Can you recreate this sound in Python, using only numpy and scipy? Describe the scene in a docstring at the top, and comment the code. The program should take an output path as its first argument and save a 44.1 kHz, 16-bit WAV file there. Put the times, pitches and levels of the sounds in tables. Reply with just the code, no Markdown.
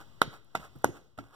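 """A soft squelch and a dull bump over faint hiss: a hand handles a lump of slime on a wooden table.
The lump is slapped down four times. Each slap squeezes out trapped air with a short pop, cracks
and spatters wetly, and thumps the table top. Between slaps the hand bumps the table and the slime
peels off with a squelch and a few sticky ticks. The room is small, with a stereo phone close by."""
import sys
import numpy as np
from scipy import signal
from scipy.fft import rfft, irfft
from scipy.io import wavfile

SR = 44100
rng = np.random.default_rng(int(sys.argv[2]) if len(sys.argv) > 2 else 0)


def store_pcm(level_fs):
    """Save levels as 16-bit WAV."""
    pcm = np.round(np.clip(level_fs, -1, 1) * 32767).astype(np.int16)
    wavfile.write(sys.argv[1], SR, np.atleast_2d(pcm).T)


N = 59535
TIME_S = np.arange(N) / SR
BINS_HZ = np.fft.rfftfreq(2 * N, 1 / SR)


def undb(db):
    return 10 ** (np.asarray(db) / 20)


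def unit_rms(x):
    return x / np.sqrt(np.mean(x ** 2))


def colour(x, curve):
    """Filter by (freq_hz, gain_db) points."""
    hz, db = np.array(curve, float).T
    gain = undb(np.interp(np.log(BINS_HZ + 1), np.log(hz), db))
    return irfft(rfft(x, 2 * N) * gain)[:N]


def noise(curve):
    return unit_rms(colour(rng.standard_normal(N), curve))


def crackle(curve, spread_db=6):
    """Dense tiny wet clicks of uneven size."""
    clicks = rng.standard_normal(N) * undb(spread_db * rng.standard_normal(N))
    return unit_rms(colour(clicks, curve))


def swell(peak_s, rise_s, decay_s):
    """Exponential rise to 1, exponential decay."""
    t = TIME_S - peak_s
    return np.exp(-np.where(t < 0, -t / rise_s, t / decay_s))


def knock(peak_s, pitch_hz, rise_s, decay_s):
    """Low ring with a rounded onset."""
    t = TIME_S - peak_s
    envelope = np.exp(-np.where(t < 0, (t / rise_s) ** 2, t / decay_s))
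    return np.sin(2 * np.pi * pitch_hz * t) * envelope


# Background spectrum: freq_hz, gain_db
BACKGROUND_SPECTRUM = [(20, -8), (55, -2.5), (85, -3), (135, 2.5), (200, -7.5), (300, -9), (700, -15),
                       (1400, -13.5), (2200, -23), (3400, -15.5), (5000, -21), (9000, -32), (16000, -34.5)]
# Background contour: time_s, level_db
BACKGROUND_LEVELS = [(0, -60), (.2, -63), (.45, -68.5), (.8, -62), (1.0, -64.5), (1.14, -73), (1.35, -72.5)]


def background():
    """Faint room rumble and hiss."""
    time_s, level_db = np.array(BACKGROUND_LEVELS).T
    return noise(BACKGROUND_SPECTRUM) * undb(np.interp(TIME_S, time_s, level_db))


# Squelch spectrum: freq_hz, gain_db
PEEL_SPECTRUM = [(80, -13), (300, -10), (750, -3), (950, -5), (1400, 2.5), (2000, -13.5), (3400, -13),
                 (6000, -20.5), (16000, -27.5)]
# Slime peeling off: peak_s, level_db, rise_s, decay_s
PEELS = [(.012, -48.5, 0.021, 0.015), (0.342, -48, 0.022, 0.02), (0.599, -51, .004, 0.013),
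         (.652, -48, 0.04, 0.015), (0.754, -58, .001, 0.0075), (0.822, -62.5, 0.0068, 0.0033),
         (0.97, -50.5, .028, 0.015), (1.179, -45.5, 0.0016, 0.0029), (1.241, -62, 0.03, 0.096),
         (1.348, -54.5, 0.015, .02)]


def peeling():
    """Soft squelches as the slime lets go."""
    envelope = sum(undb(db) * swell(peak_s, rise_s, decay_s) for peak_s, db, rise_s, decay_s in PEELS)
    return crackle(PEEL_SPECTRUM) * envelope


# Scuff spectrum: freq_hz, gain_db
SCUFF_SPECTRUM = [(40, -13), (70, 1), (140, 2), (280, -3.5), (450, -10), (1000, -21.5), (3000, -46)]
# Hand and lump on the table: peak_s, level_db, pitch_hz, decay_s
BUMPS = [(0.013, -55, 309, 0.0087), (0.099, -60, 130, 0.0088), (.279, -39, 136, 0.0074),
         (0.569, -52, 204, 0.019), (.600, -48, 154, .012), (0.759, -47, 300, 0.0038),
         (.767, -43.5, 135.7, 0.0096), (0.855, -41.5, 118.2, 0.012), (0.859, -31, 280, 0.0095),
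         (.894, -35.5, 356, 0.0048), (.896, -44, 125, 0.012), (1.184, -45.5, 110, 0.034),
         (1.192, -41, 283.3, 0.017)]


def bumps(rise_s=0.005, scuff_db=-7.5):
    """Dull knocks, each with a low scuff, as hand and lump settle or lift."""
    scuff = undb(scuff_db) * noise(SCUFF_SPECTRUM)
    out = np.zeros(N)
    for peak_s, level_db, pitch_hz, decay_s in BUMPS:
        ring = knock(peak_s, pitch_hz, rise_s, decay_s)
        out += undb(level_db) * (ring + scuff * swell(peak_s, rise_s / 2, decay_s))
    return out


# Wet crack spectrum: freq_hz, gain_db
CRACK_SPECTRUM = [(500, -7.5), (1500, 5.5), (2300, 2.5), (3400, -23), (5000, -14.5), (6100, 7.5),
                  (8200, -8.5), (9800, 6), (12000, -1.5), (16000, -10.5)]
# Midrange snap of the crack: freq_hz, gain_db
SNAP_SPECTRUM = [(1000, -29), (2300, -8), (3200, -7.5), (4200, 1.5), (5500, -19.5), (16000, -36)]
# Spatter spectrum: freq_hz, gain_db
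SPATTER_SPECTRUM = [(150, -17), (700, 4.5), (1450, 0.5), (2200, -2), (3200, -6.5), (4800, -9.5),
                    (6200, -13.5), (10000, -21.5), (16000, -23.5)]
# Slime landings: peak_s, rise_s, ring_s, thump_hz, thump_db, low_pop_hz, low_pop_db, high_pop_hz,
# high_pop_db, snap_db, crack_db, spatter_db, spatter_decay_s, table_db, boom_db
SLAPS = [(0.2178, 0.00051, 0.00093, 337.6, -15, 927, -13.5, 1383, -6, -17, -21, -27.5, 0.01, -44, -50),
         (.5526, 0.0013, 0.0015, 367, -26, 760, -20.5, 1353, -22, -36.5, -33, -31, 0.012, -46, -54),
         (0.8449, 0.00089, .0016, 518, -10, 849, -13, 1438, -20, -30, -18.5, -39.5, 0.024, -39.5, -52.5),
         (1.1874, .0012, 0.0026, 271.6, -41, 698, -38.5, 1338, -34.5, -77, -56.5, -46, 0.016, -51, -55.5)]


def slaps(thump_s=0.00064, crack_s=0.00069, boom_lag_s=0.035):
    """Each landing thumps, pops twice, cracks and spatters; table ring and a low boom follow."""
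    crack = noise(CRACK_SPECTRUM)
    spatter = crackle(SPATTER_SPECTRUM)
    snap = noise(SNAP_SPECTRUM)
    out = np.zeros(N)
    for (peak_s, rise_s, ring_s, thump_hz, thump_db, low_pop_hz, low_pop_db, high_pop_hz,
         high_pop_db, snap_db, crack_db, spatter_db, spatter_decay_s, table_db, boom_db) in SLAPS:
        out += undb(thump_db) * knock(peak_s, thump_hz, 2 * thump_s, thump_s)
        out += undb(low_pop_db) * air_pop(peak_s, low_pop_hz, rise_s, ring_s)
        out += undb(high_pop_db) * air_pop(peak_s, high_pop_hz, rise_s, 1.8 * ring_s)
        out += undb(crack_db) * crack * swell(peak_s, crack_s, crack_s)
        out += undb(snap_db) * snap * swell(peak_s, crack_s, 2 * crack_s)
        out += undb(spatter_db) * spatter * swell(peak_s, 0.98 * rise_s, spatter_decay_s)
        out += undb(table_db) * table_ring(peak_s)
        out += undb(boom_db) * knock(peak_s + boom_lag_s, pitch_hz=58, rise_s=0.018, decay_s=0.045)
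    return out


def air_pop(peak_s, pitch_hz, rise_s, decay_s):
    """Trapped air escapes: a heavily damped ring that builds as the contact closes."""
    return np.cos(2 * np.pi * pitch_hz * (TIME_S - peak_s)) * swell(peak_s, rise_s, decay_s)


# Table top modes: pitch_hz, level_db, t60_s
TABLE_MODES = [(108, -5.5, 0.1), (143.6, -3, .3), (190, -3.5, .2), (262, -1, 0.2), (349.6, -6, 0.28)]


def table_ring(start_s):
    """The struck wooden top rings in decaying modes."""
    age_s = np.maximum(TIME_S - start_s, 0)
    return sum(undb(db) * np.sin(2 * np.pi * hz * age_s) * np.exp(-np.log(1000) * age_s / t60_s)
               for hz, db, t60_s in TABLE_MODES)


# Sticky ticks: peak_s, level_db
TICKS = [(0.447, -59), (0.761, -56), (.787, -55.5), (.823, -56.5)]


def sticky_ticks(centre_hz=11000, decay_s=0.0006):
    """Tiny bright noise bursts as the slime unsticks."""
    spectrum = [(centre_hz / 10, -20), (centre_hz / 2, -12), (centre_hz, 0), (centre_hz * 2, -15)]
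    envelope = sum(undb(db) * swell(peak_s, decay_s / 2, decay_s) for peak_s, db in TICKS)
    return noise(spectrum) * envelope


def wall_echo(x, delay_s=0.0086, level_db=-22.5):
    """One clear reflection from a nearby wall."""
    return undb(level_db) * np.interp(TIME_S - delay_s, TIME_S, x, left=0)


def echo_cloud(decay_s, first_echo_s=0.005):
    """Dense random reflections, unit energy."""
    echoes = rng.standard_normal(N) * (TIME_S > first_echo_s) * np.exp(-TIME_S / decay_s)
    return unit_rms(echoes) / np.sqrt(N)


# Room tail spectrum: freq_hz, gain_db
TAIL_SPECTRUM = [(50, 9.5), (140, -6.5), (350, 2), (600, -7), (1000, -15.5), (1500, -10.5), (2600, 0.5),
                 (3500, -2), (6000, 0), (10000, -11), (16000, -10)]


def room(x, early_db=-21.5, tail_db=-14, low_t60_s=0.45, high_t60_s=0.42, split_hz=2500):
    """Quick echoes from nearby surfaces, then a short tail whose treble fades first."""
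    tail = np.zeros(N)
    for band, t60_s in (("low", low_t60_s), ("high", high_t60_s)):
        crossover = signal.butter(2, split_hz, band, fs=SR, output="sos")
        tail += signal.sosfilt(crossover, echo_cloud(t60_s / np.log(1000)))
    early = echo_cloud(decay_s=0.0038)
    response = undb(early_db) * early + undb(tail_db) * colour(tail, TAIL_SPECTRUM)
    return signal.fftconvolve(x, response)[:N]


# Room share that differs between channels: freq_hz, gain_db
DIFFUSE_SPECTRUM = [(60, -2.5), (200, -5), (600, -11.5), (3000, -12), (12000, -7)]
# Stereo processing, left phase against right: freq_hz, lead_rad
LEFT_PHASE = [(0, 1.8), (400, 1.0), (1100, 0), (1600, -1.0), (1800, -2.6), (2250, -3.2), (13400, -34.5),
              (16500, -27)]
# Left level against right: freq_hz, gain_db
LEFT_GAIN = [(60, 1), (300, -1), (1200, -1.38), (3000, -2.5), (12000, -3.5)]
# Microphone response: freq_hz, gain_db
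MIC_RESPONSE = [(900, 2), (1200, 1.5), (1400, 0.5), (1750, -1), (1970, 7), (2300, -1), (2900, 1.5),
                (4000, -1), (5000, 0.5), (6100, -0.5), (7500, 2), (9800, 0.5), (11500, 1.5)]


def scene():
    """Slime, table and room, widened by the phone's stereo processing: left treble slightly delayed."""
    direct = slaps() + bumps() + peeling() + sticky_ticks()
    shared = direct + wall_echo(direct) + room(direct) + background()
    diffuse = colour(room(direct) + background(), DIFFUSE_SPECTRUM)
    lead_rad = np.interp(BINS_HZ, *np.array(LEFT_PHASE).T)
    shifted = irfft(rfft(shared + diffuse, 2 * N) * np.exp(1j * lead_rad))[:N]
    left = colour(shifted, LEFT_GAIN)
    right = shared - diffuse
    return np.array([colour(channel, MIC_RESPONSE) for channel in (left, right)])


def record(dry, low_cut_hz=45, high_cut_hz=16200, ceiling=0.78, offset_db=-50.5, settle_s=1.0):
    """The phone thins deep bass, rounds peaks and cuts the top; a DC offset settles on the left."""
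    low_cut = signal.butter(2, low_cut_hz, "high", fs=SR, output="sos")
    high_cut = signal.ellip(8, 0.2, 70, high_cut_hz, fs=SR, output="sos")
    thin = signal.sosfilt(low_cut, dry)
    rounded = thin / (1 + (thin / ceiling) ** 6) ** (1 / 6)
    left_offset = np.outer([1, 0], undb(offset_db) * np.exp(-TIME_S / settle_s))
    return signal.sosfilt(high_cut, rounded + left_offset)


dry = scene()
out = record(dry)
store_pcm(out)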